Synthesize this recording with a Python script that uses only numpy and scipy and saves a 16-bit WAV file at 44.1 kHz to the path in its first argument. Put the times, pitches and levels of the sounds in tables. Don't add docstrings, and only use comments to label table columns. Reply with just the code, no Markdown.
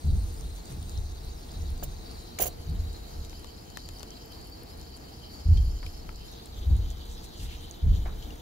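import sys
import numpy as np
from scipy import signal
from scipy.fft import rfft, irfft, next_fast_len
from scipy.io import wavfile
from scipy.ndimage import uniform_filter1d

SR = 44100
rng = np.random.default_rng(int(sys.argv[2]) if len(sys.argv) > 2 else 0)


def to_wav(s):
    ch = np.atleast_2d(s).T
    pcm = np.round(np.clip(ch, -1, 1) * 32767)
    wavfile.write(sys.argv[1], SR, pcm.astype(np.int16))


def volts_from_db(level):
    exponent = np.asarray(level, float) / 20
    return 10 ** exponent


N = 370881

# (frequency [Hz], level [dB per Hz])
AIR_SPECTRUM = [(90, 2.5), (280, -3.5), (330, -1.5), (390, -8), (460, -4), (550, -15.5), (690, -10),
                (880, -13.5), (1000, -18), (1500, -22.5), (2400, -24), (3500, -27), (8300, -34.5),
                (16000, -30)]
# (frequency [Hz], side minus mid [dB])
AIR_WIDTH = [(60, -2), (110, -18), (200, -16), (380, 0), (700, 2.5), (1290, 3.5), (2380, 1.5), (4400, -71),
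             (8120, -29), (15000, -9)]
# (frequency [Hz], left minus right [dB])
AIR_LEAN = [(60, 23), (110, -6), (200, 2), (380, 0), (700, -0.5), (1290, 4.5), (2380, 2), (4400, -6),
            (8120, 7.5), (15000, 6.5)]
# (time [s], level [dB])
AIR_SWELL = [(0.0, -53.5), (1.47, -53.5), (2.6, -52.5), (3.49, -54), (8.29, -53.5), (8.41, -53.5)]
# (time of boom peak [s], boom [dB], then relative to the boom: upper boom [dB],
# deep sway [dB], first arrival [dB])
HEELS = [
    (0.098, -18, -3, -7.5, -12.5),
    (0.75, -48.5, -10, -5, 10),
    (2.44, -40.5, -3.5, -1, -4.5),
    (2.726, -27, -4, -20, -8.5),
    (5.51, -18.5, 1, -3.5, -17.5),
    (6.718, -19, 0, -8.5, -18),
    (7.882, -17.5, -2, -6, -12.5),
]
# (time of peak [s], boom [dB], then relative to the boom:
# upper boom [dB], deep sway [dB], first arrival [dB])
SHIFTS = [(0.46, -34, -17, -6, -15), (0.83, -37.5, 2, 0, -6.5), (1.0, -30, -3, -4.5, -17),
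          (1.27, -46.5, 3.5, 9.5, -4), (1.6, -34, 1.5, -2, -13), (1.72, -33.5, -4, 0, -13.5),
          (1.89, -37.5, -5, -3, -5.5), (2.18, -43, -14, -3, -21), (2.8, -33, 4.5, -0.5, -25),
          (3.2, -41.5, 3, 3.5, -6), (3.37, -50, 3.5, -16, -14), (3.89, -43, -6, -1, -10),
          (4.78, -48, -2, -9, -14), (5.12, -57, -8, -11, -1), (5.6, -26, 0, 0, -13),
          (5.88, -39, -10, -2.5, -14), (6.1, -46, -0.5, 6, -4.5), (6.6, -36.5, -6, -1, -21),
          (7.1, -43, -12, 4, -15), (7.45, -37, -1.5, -0.5, -11), (7.62, -48, 2, 3, -18),
          (8.06, -38, -10, 5, -14), (8.26, -44.5, -9, -3, -9)]
HEEL_RISE_DB_PER_S, SHIFT_RISE_DB_PER_S = 197, 139
HEEL_ONSET_S = 0.059
# (fall [dB/s], delay [s], quiet level [dB])
FLOOR_WAVES = [
    (91, -0.0034, -52),
    (130, 0.0025, -55.5),
    (65.6, 0.015, -56),
    (128, -0.025, -65),
]
# (time [s], peak [dB], decay time t60 [s])
BENCH_KNOCKS = [
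    (0.7, -50, .2),
    (5.828, -37.5, 0.12),
    (8.056, -35.5, 0.29),
]
# (time [s], blade rattle [dB], lower rattle [dB], tray knock [dB])
KNIFE_STROKES = [(1.831, -72, -41, -39.5), (1.835, -32, -38.5, -50), (1.838, -42, -45, -55),
                 (2.388, -34, -30, -48), (2.403, -27, -31, -31.5), (2.408, -26, -30, -49),
                 (2.414, -23, -33, -44), (2.4207, -17, -29, -32), (2.428, -29, -30, -37),
                 (2.436, -29, -30, -37.5), (2.444, -33, -35.5, -39), (2.457, -31, -37, -42),
                 (2.466, -27.5, -36, -39), (2.471, -30, -39, -47), (2.476, -37, -38, -47),
                 (2.483, -48, -49, -41)]
# (time [s], peak [dB])
TRAY_TOUCHES = [
    (1.827, -42),
    (2.398, -23),
]
# (frequency [Hz], width [Hz], level [dB])
BLADE_MODES = [(2900, 55, -21), (3180, 40, -19), (4590, 46, -32), (5210, 130, -22), (5890, 45, -16.5),
               (6500, 65, -11), (7040, 100, -13), (7600, 40, -17), (8280, 45, -20), (8900, 53, -18),
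               (9500, 46, -11), (10300, 40, -10), (11200, 130, -6), (11800, 60, -13), (12900, 70, -7),
               (13090, 45, -8), (14480, 90, -6), (14800, 60, -9), (15190, 55, -2), (15700, 50, -10)]
# (frequency [Hz], width [Hz], level [dB])
TRAY_MODES = [(375, 87, -7), (550, 122, -2), (714, 52, -5)]
STROKE_RISE_DB_PER_S = 9000
BLADE_FALL_DB_PER_S, LOWER_FALL_DB_PER_S, TRAY_FALL_DB_PER_S = 1400, 1900, 1300
TRAY_LEADS_S = .002
# (time [s], peak [dB], ring [Hz],
# decay time t60 [s])
STEEL_PINGS = [(5.574, -46.5, 3191, 0.12), (7.4, -51.5, 2800, 0.097), (8.305, -44, 2840, 0.036),
               (2.3875, -33.5, 2270, 0.03), (3.7715, -35, 1780, .014), (1.8255, -33.5, 559, 0.041),
               (2.6, -26, 81, 0.043), (8.0585, -35, 520, .014), (8.0645, -42, 1330, .015),
               (8.0645, -39, 820, .02), (1.831, -35, 280, 0.029), (2.44, -41, 720, 0.092)]
PORT_LAG = 1
# (time [s], delay of the left port [samples])
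BEARING = [(0.0, -9), (2.3, -9), (2.9, 18), (6.3, 18), (6.6, -14), (8.41, -14)]
# (time [s], peak [dB], pitch [Hz], left minus right [dB])
TICKS = [(0.41, -48, 6900, -8), (0.656, -50, 7010, -13), (0.895, -42.5, 7100, -4), (0.976, -46, 5200, 0.5),
         (1.2475, -58, 6380, -0.5), (2.9292, -51, 8500, 12), (2.937, -54, 6820, 8), (3.2954, -49, 5600, 13),
         (3.701, -51, 6760, 9), (3.9846, -52, 5800, 10), (3.9947, -49, 6000, 14), (4.1057, -46, 5800, 3),
         (6.1594, -52, 7580, 0), (6.458, -50, 8700, 10), (6.904, -47, 7050, -4), (7.055, -47, 7500, 0.0),
         (7.711, -43, 6500, -9)]
# (time [s], peak [dB], pitch [Hz], left minus right [dB])
SPECKS = [(0.054, -48, 12500, 3), (0.3411, -42, 7520, 2.0), (0.7243, -44, 8800, 4.0),
          (0.7677, -46, 12000, 4.0), (0.827, -39, 9000, 1), (1.255, -48, 11500, 3),
          (1.3788, -49, 12500, 2.0), (1.5174, -40, 7400, -1.0), (1.703, -43, 11500, 2.0),
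          (1.7774, -43, 7500, 8), (2.1116, -47, 8970, 4.5), (2.1874, -47, 11400, 3.0),
          (2.502, -48, 9600, 0), (2.6748, -43, 15000, 4.5), (2.697, -45, 8000, 6),
          (2.8479, -48, 14500, 3.5), (3.3947, -45, 9000, 3.0), (3.4715, -45, 7540, 3.5),
          (3.8581, -48, 11400, 3.0), (3.968, -49, 10000, 4), (4.2582, -42, 12000, 1.0),
          (4.3201, -49, 10700, 5.0), (4.4124, -47, 8000, 5.5), (4.4712, -43, 10200, 4.5),
          (4.4982, -45, 14000, 3.0), (4.6329, -40, 10800, 4.0), (4.7731, -48, 9410, 5.0),
          (4.813, -41, 6200, 7), (4.9661, -45, 10100, 4.0), (4.972, -45, 7500, 4),
          (5.9259, -49, 11400, 1.5), (6.315, -44, 11200, 5.5), (6.766, -45, 8640, 1.5),
          (7.149, -46, 6500, 1), (7.609, -45, 8000, 1), (8.3574, -47, 9360, 3.0)]
# (time [s], peak [dB], pitch [Hz], low part [dB], top part [dB])
SPITS = [(2.9653, -41, 3960, 12, -8), (3.2475, -37.5, 3880, -8, 3), (3.3279, -34, 1600, 8, -16),
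         (3.4435, -30.5, 2720, 5, -2.5), (3.7709, -24.5, 1530, 7, 0.5), (3.8876, -32, 2650, 5.5, 5),
         (4.0048, -36.5, 3000, 7, -3), (4.0295, -35.5, 2600, 10, 9), (5.5718, -29, 3020, -30, -14),
         (5.828, -29.5, 2200, 3, -16), (5.863, -30, 2430, -19, -4), (6.09, -27.5, 1300, 6, -27),
         (8.0581, -40.5, 1680, 19.5, -25), (8.2242, -33, 3230, -4, -27), (8.304, -44, 2780, -23, -18.5)]
SPIT_PAN_DB = 13.5
SNAP_LATE_S = .0014
# (time [s], strength [dB], centre of bubble pitches [Hz], share of fine bubbles [dB],
# bright band of the spray [Hz])
FIZZ = [(0.0, -56, 4070, 3.5, 8400), (0.3, -54, 4160, 5, 9100), (0.6, -56.5, 3980, 3, 8700),
        (0.95, -56, 4050, 1, 8900), (1.4, -55.5, 4140, -0.5, 9100), (1.9, -55.5, 4080, -0.5, 9000),
        (2.2, -51, 4440, 0, 9100), (2.55, -55, 4400, -3, 10600), (3.0, -55, 4360, -2, 11000),
        (3.7, -52, 4730, -2.3, 10900), (4.9, -53.5, 4700, -3, 10600), (5.75, -51.5, 4840, -0.5, 11000),
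        (6.22, -52, 4550, -3, 11200), (6.6, -55.5, 3500, -1, 12600), (7.0, -55.5, 3520, -3, 12400),
        (7.25, -53, 4020, -2, 12000), (7.53, -54.5, 3290, -3.5, 12400), (8.41, -58.5, 3470, -2, 13000)]
# (frequency [Hz], width [Hz], level [dB])
PAN_MODES = [(2750, 330, -8.5), (3100, 185, 0), (3520, 620, -3), (3863, 180, -0.5), (4104, 280, -2.5),
             (4364, 150, -6), (4580, 190, 0), (4960, 520, -7.5), (5315, 210, -5.5)]
# (frequency [Hz], width [Hz], level [dB])
SMALL_MODES = [(5800, 150, -1), (6180, 780, 1.5), (6910, 460, 2), (7480, 260, -2.5)]
# (frequency [Hz], width [Hz], level [dB])
SMALLER_MODES = [(8100, 300, 6), (8650, 300, 7.5), (9100, 230, 9), (9480, 240, 2.5)]
# (frequency [Hz], width [Hz], level [dB])
SPRAY_MODES = [(10000, 240, -0.5), (11070, 780, 1.5), (11900, 700, -6.5), (13100, 1000, -0.5),
               (14300, 970, -5), (15700, 1200, -6)]
# (mean level [dB], how far each follows the share of fine bubbles [dB/dB])
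FINE_FAMILIES = [
    (-61, 0.67),
    (-68.5, 1.35),
    (-63, 1.03),
]
RIDGE_DB, RIDGE_OCTAVES = 7.0, .15
# (time [s], length [s], level [dB], low edge [Hz], high edge [Hz])
GAS_PUFFS = [
    (0.717, 0.052, -52, 1500, 9300),
    (7.126, 0.065, -54.5, 5500, 8000),
    (7.247, 0.034, -50, 4000, 9300),
    (7.384, 0.046, -56, 5800, 7600),
    (7.436, 0.058, -48, 1780, 10900),
    (7.525, 0.075, -48, 2460, 3700),
    (7.529, .06, -64, 4800, 6750),
    (7.638, 0.036, -59, 8000, 11000),
]


def rms_one(x):
    return x / np.sqrt(np.mean(x ** 2) + 1e-20)


def in_time(rows):
    s, *columns = np.transpose(rows)
    return [np.interp(np.arange(N) / SR, s, c) for c in columns]


def at_hz(points, hz):
    point_hz, db = np.transpose(points)
    return np.interp(np.log(hz), np.log(point_hz), db)


def drift(rate):
    r = np.exp(-80 * np.pi * rate / SR)
    slow = signal.lfilter([1], [1, -2 * r, r * r], rng.standard_normal(N // 40 + 2002))[2000:]
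    return np.interp(np.arange(N) / 40, np.arange(len(slow)), rms_one(slow - slow.mean()))


def fading(size, t60):
    return -60 * np.arange(size) / SR / t60


def resonance(x, hz, width):
    r = np.exp(-np.pi * width / SR)
    poles = [1, -2 * r * np.cos(2 * np.pi * hz / SR), r * r]
    return signal.lfilter(np.array([1, 0, -1]) * (1 - r * r) / 2, poles, x + 1e-18)


def band(x, low_hz, high_hz, order=2):
    sos = signal.butter(order, [low_hz, min(high_hz, SR / 2.2)], "band", fs=SR, output="sos")
    return signal.sosfilt(sos, x + 1e-18)


def placed(x, pan_db, lag):
    return np.array([np.roll(x, lag) * volts_from_db(pan_db / 2), x * volts_from_db(-pan_db / 2)])


def lag_at(s):
    return np.round(np.interp(s, *np.transpose(BEARING))).astype(int)


def grains(per_s, spread_db):
    sizes = volts_from_db(spread_db * np.minimum(rng.exponential(1, N), 5)) * rng.choice([-1, 1], N)
    return sizes * (rng.random(N) < per_s / SR)


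def swells(s, times, peak_db, rise, fall, onset=np.inf):
    since = s - np.asarray(times)[:, None]
    gain = volts_from_db(np.asarray(peak_db)[:, None] + np.where(since < 0, rise * since, -fall * since))
    opening = np.clip((since + onset) / .012, 0, 1)
    return np.sqrt(np.sum((gain * opening) ** 2, axis=0))


def air():
    size = next_fast_len(N)
    hz = np.maximum(np.arange(size // 2 + 1) * SR / size, 1)
    colour = volts_from_db(at_hz(AIR_SPECTRUM, hz)) / (1 + (66.6 / hz) ** 4)
    mid, side = rfft(rng.standard_normal((2, size))) * colour
    side = side * volts_from_db(at_hz(AIR_WIDTH, hz))
    lean = volts_from_db(at_hz(AIR_LEAN, hz) * np.array([[.5], [-.5]]))
    out = irfft(lean * np.array([mid + side, mid - side]), size)[:, :N]
    level_db = in_time(AIR_SWELL)[0] + 4.5 + 0.8 * drift(3.8)
    return volts_from_db(level_db) * out / np.std(out.mean(axis=0))


def evened(x, size):
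    return rms_one(x / (np.sqrt(uniform_filter1d(x ** 2, size=size)) + 0.046 * x.std()))


def floor_sway(layer):
    fall, late, quiet_db = FLOOR_WAVES[layer]
    s = np.arange(0, N, 64) / SR
    power = volts_from_db(quiet_db) ** 2
    heel_onset = HEEL_ONSET_S + min(late, .005)
    for table, rise, onset in ((HEELS, HEEL_RISE_DB_PER_S, heel_onset), (SHIFTS, SHIFT_RISE_DB_PER_S, np.inf)):
        rows = np.array(table)
        peak_db = rows[:, 1] + (layer > 0) * rows[:, 1 + layer]
        power = power + swells(s, rows[:, 0] + late, peak_db, rise, fall, onset) ** 2
    return np.interp(np.arange(N) / SR, s, np.sqrt(power))


def footfalls():
    boom, upper, sway, first = [floor_sway(layer) for layer in range(4)]
    white = rng.standard_normal((6, N))
    mid = boom * evened(band(white[0], 47.3, 67.8), size=1500)
    mid += upper * evened(band(white[5], 66.8, 87.6, order=3), size=1500)
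    mid += sway * evened(band(white[1], 23.1, 44.7), size=2500)
    mid += first * evened(band(white[2], 84.0, 180.0, order=3), size=1200)
    side = boom * volts_from_db(-13.0) * rms_one(band(white[3], 29, 87, order=3))
    side += first * volts_from_db(-13.0) * rms_one(band(white[4], 73, 210))
    return np.array([mid + side, mid - side])


def bench_knocks():
    out, size = np.zeros((2, N)), 6000
    for s, db, t60 in BENCH_KNOCKS:
        puff = rng.standard_normal((2, size)) * volts_from_db(db + 3.0 + fading(size, t60))
        i = round(s * SR)
        out[:, i:i + size] += band(puff + 0.22 * puff[::-1], 220, 1540)
    return out


def knife():
    times, high_db, low_db, knock_db = np.transpose(KNIFE_STROKES)
    at = slice(round((times[0] - .02) * SR), round((times[-1] + .1) * SR))
    s = np.arange(N)[at] / SR
    blade = swells(s, times, high_db, STROKE_RISE_DB_PER_S, BLADE_FALL_DB_PER_S)
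    lower = swells(s, times, low_db, STROKE_RISE_DB_PER_S, LOWER_FALL_DB_PER_S)
    knock = swells(s, times - TRAY_LEADS_S, knock_db, STROKE_RISE_DB_PER_S, TRAY_FALL_DB_PER_S)
    shared, taps, out = grains(15000, spread_db=3.0)[at], np.zeros(N), np.zeros((2, N))
    edges = np.isin(np.arange(N)[at], np.round(times * SR))
    for when, db in TRAY_TOUCHES:
        taps[round(when * SR)] = volts_from_db(db)
    for side in range(2):
        chatter = rms_one(shared + .9 * rng.permutation(shared)) + 5.7 * edges
        high = blade * 0.5 * (-1) ** side * rms_one(band(chatter[::-1], 10800, 13800))
        low = lower * 0.48 * rms_one(band(chatter[::-1], 1340, 8400))
        for k, (hz, width, db) in enumerate(BLADE_MODES):
            strength = volts_from_db(db + rng.normal(0, 1) - 3.5) * (-1) ** (side * k) * np.sqrt(SR / width / 9)
            drive = chatter * (blade if hz > 8000 else lower)
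            ring = strength * resonance(drive, hz, width * 1.04)
            if hz > 8000:
                high = high + ring
            else:
                low = low + volts_from_db(11.5) * ring
        tray = 0
        for k, (hz, width, db) in enumerate(TRAY_MODES):
            tray = tray + volts_from_db(db) * (-1) ** (side * k) * resonance(chatter, hz, width)
        out[side, at] = high + low + knock * volts_from_db(6.0) * rms_one(tray)
        firm = resonance(resonance(taps, 540.0, 220.0), 560.0, 370.0)
        out[side] += volts_from_db(38.0) * (.4, 1)[side] * firm
    return out * volts_from_db([[-2.5], [2.5]])


def steel_pings():
    out, size = np.zeros((2, N)), 4000
    for s, db, hz, t60 in STEEL_PINGS:
        fade = volts_from_db(db + fading(size, t60))
        splash = band(rng.standard_normal(size) * fade ** 2 / volts_from_db(db), hz, hz * 2.2)
        ring = fade * np.sin(2 * np.pi * hz * np.arange(size) / SR)
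        i = round(s * SR)
        out[:, i:i + size] += placed(ring + 1.6 * splash, 11.0 * (hz > 300), PORT_LAG)
    return out


def ticks():
    faint = grains(45, spread_db=3.0) * volts_from_db(-49.0)
    out = placed(band(faint, 5000, 16000, order=1), 1.8, PORT_LAG)
    size = 512
    for s, db, hz, pan_db in TICKS:
        puff = rng.standard_normal(size) * volts_from_db(fading(size, 0.006))
        sound = 0.43 * band(puff, hz / 1.6, hz * 1.9) + 3.8 * resonance(puff, hz, hz / 11.3)
        i = round(s * SR)
        out[:, i:i + size] += placed(sound * volts_from_db(db + 10.0), pan_db, lag_at(s))
    return out


def specks():
    out, size = np.zeros((2, N)), 512
    for s, db, hz, pan_db in SPECKS:
        around = volts_from_db(-60 * np.abs(np.arange(size) - 40) / SR / .005)
        edge = np.eye(1, size, 40)[0] + .3 * rng.standard_normal(size) * around
        sound = band(edge, hz / 1.15, hz * 1.15)
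        i = round(s * SR)
        out[:, i:i + size] += placed(sound / np.abs(sound).max() * volts_from_db(db + 3.0), pan_db, lag_at(s))
    return out


def spits():
    out, size = np.zeros((2, N)), 2048
    for s, db, hz, low_db, top_db in SPITS:
        puff = rng.standard_normal((2, size)) * volts_from_db(fading(size, 0.011))
        puff[1] = 0.17 * puff[0] + 1.7 * puff[1]
        tail = rng.standard_normal((2, size)) * volts_from_db(fading(size, 0.029) - 24.5)
        crack = 1.15 * band(puff, hz, hz * 1.78) + 2.3 * resonance(puff + .3 * tail, hz, hz / 16.0)
        low = volts_from_db(low_db - 1.0) * band(puff + 10.8 * tail, 220, 1240)
        snap = np.eye(1, size) * 3.3 + 0.1 * puff
        top = volts_from_db(top_db + 3.5) * band(snap, 3200, 8700, order=1)
        i = round((s + SNAP_LATE_S) * SR)
        sound = (crack + low + top) * volts_from_db(db - 5.5 + SPIT_PAN_DB * np.array([[.5], [-.5]]))
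        out[:, i:i + size] += sound[:, :N - i]
    return out


def modes(x, table, flicker_db, weight=lambda hz: 1):
    out = 0
    for k, (hz, width, db) in enumerate(table):
        own = np.roll(x, 30011 * k, axis=-1)
        ring = resonance(resonance(own, hz, 1.5 * width), hz, 1.5 * width)
        out = out + volts_from_db(db + flicker_db * drift(14.0)) * weight(hz) * ring
    return out


def fizz():
    level_db, centre_hz, fine_db, ridge_hz = in_time(FIZZ)
    small_db, smaller_db, spray_db = [db + follows * fine_db for db, follows in FINE_FAMILIES]
    surge = .9 * drift(8.0) + .9 * drift(22.0)

    def near(hz):
        cancelled_db = 15.0 * np.exp(-(np.log2(hz / (.77 * centre_hz)) / .12) ** 2)
        octaves = np.abs(np.log2(hz / centre_hz))
        return volts_from_db(-10.0 * np.minimum(octaves / 0.88, 1.2) ** 1.6 - cancelled_db)

    def lifted(hz):
        return volts_from_db(RIDGE_DB * np.exp(-(np.log2(hz / ridge_hz) / RIDGE_OCTAVES) ** 2))

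    straight = grains(8000, spread_db=4.5)
    lone = np.array([grains(8000, spread_db=6.5), grains(8000, spread_db=6.5)])
    pops = placed(straight, 1.0, 0) + .45 * lone
    out = volts_from_db(level_db + surge) * rms_one(modes(pops, PAN_MODES, 3.36, near))
    out += volts_from_db(small_db + .9 * surge) * rms_one(modes(pops, SMALL_MODES, 2.6))
    out += volts_from_db(smaller_db + .8 * surge) * rms_one(modes(pops, SMALLER_MODES, 2.6, lifted))
    out += volts_from_db(spray_db + 1.6 * surge) * rms_one(modes(pops, SPRAY_MODES, 2.0, lifted))
    for s, length, db, low_hz, high_hz in GAS_PUFFS:
        at = slice(round((s - .2) * SR), round((s + .2) * SR))
        swell = np.exp(-.5 * ((np.arange(N)[at] / SR - s) / (0.4 * length)) ** 2)
        gas = rms_one(pops[:, at]) + rng.standard_normal((2, len(swell)))
        out[:, at] += volts_from_db(db) * swell * rms_one(band(gas, low_hz, high_hz, order=1))
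    late = np.arange(N) - lag_at(np.arange(N) / SR)
    out[0] = out[0, late % N]
    return out


def scene():
    room = air() + footfalls() + bench_knocks()
    steel = knife() + steel_pings()
    return room + steel + ticks() + specks() + spits() + fizz()


def roll_off(x):
    return signal.sosfilt(signal.butter(12, 16660, fs=SR, output="sos"), x)


def record(dry):
    cut = signal.ellip(10, .3, 60, 15700, fs=SR, output="sos")
    return roll_off(signal.sosfilt(cut, dry))


dry = scene()
out = record(dry)
to_wav(out)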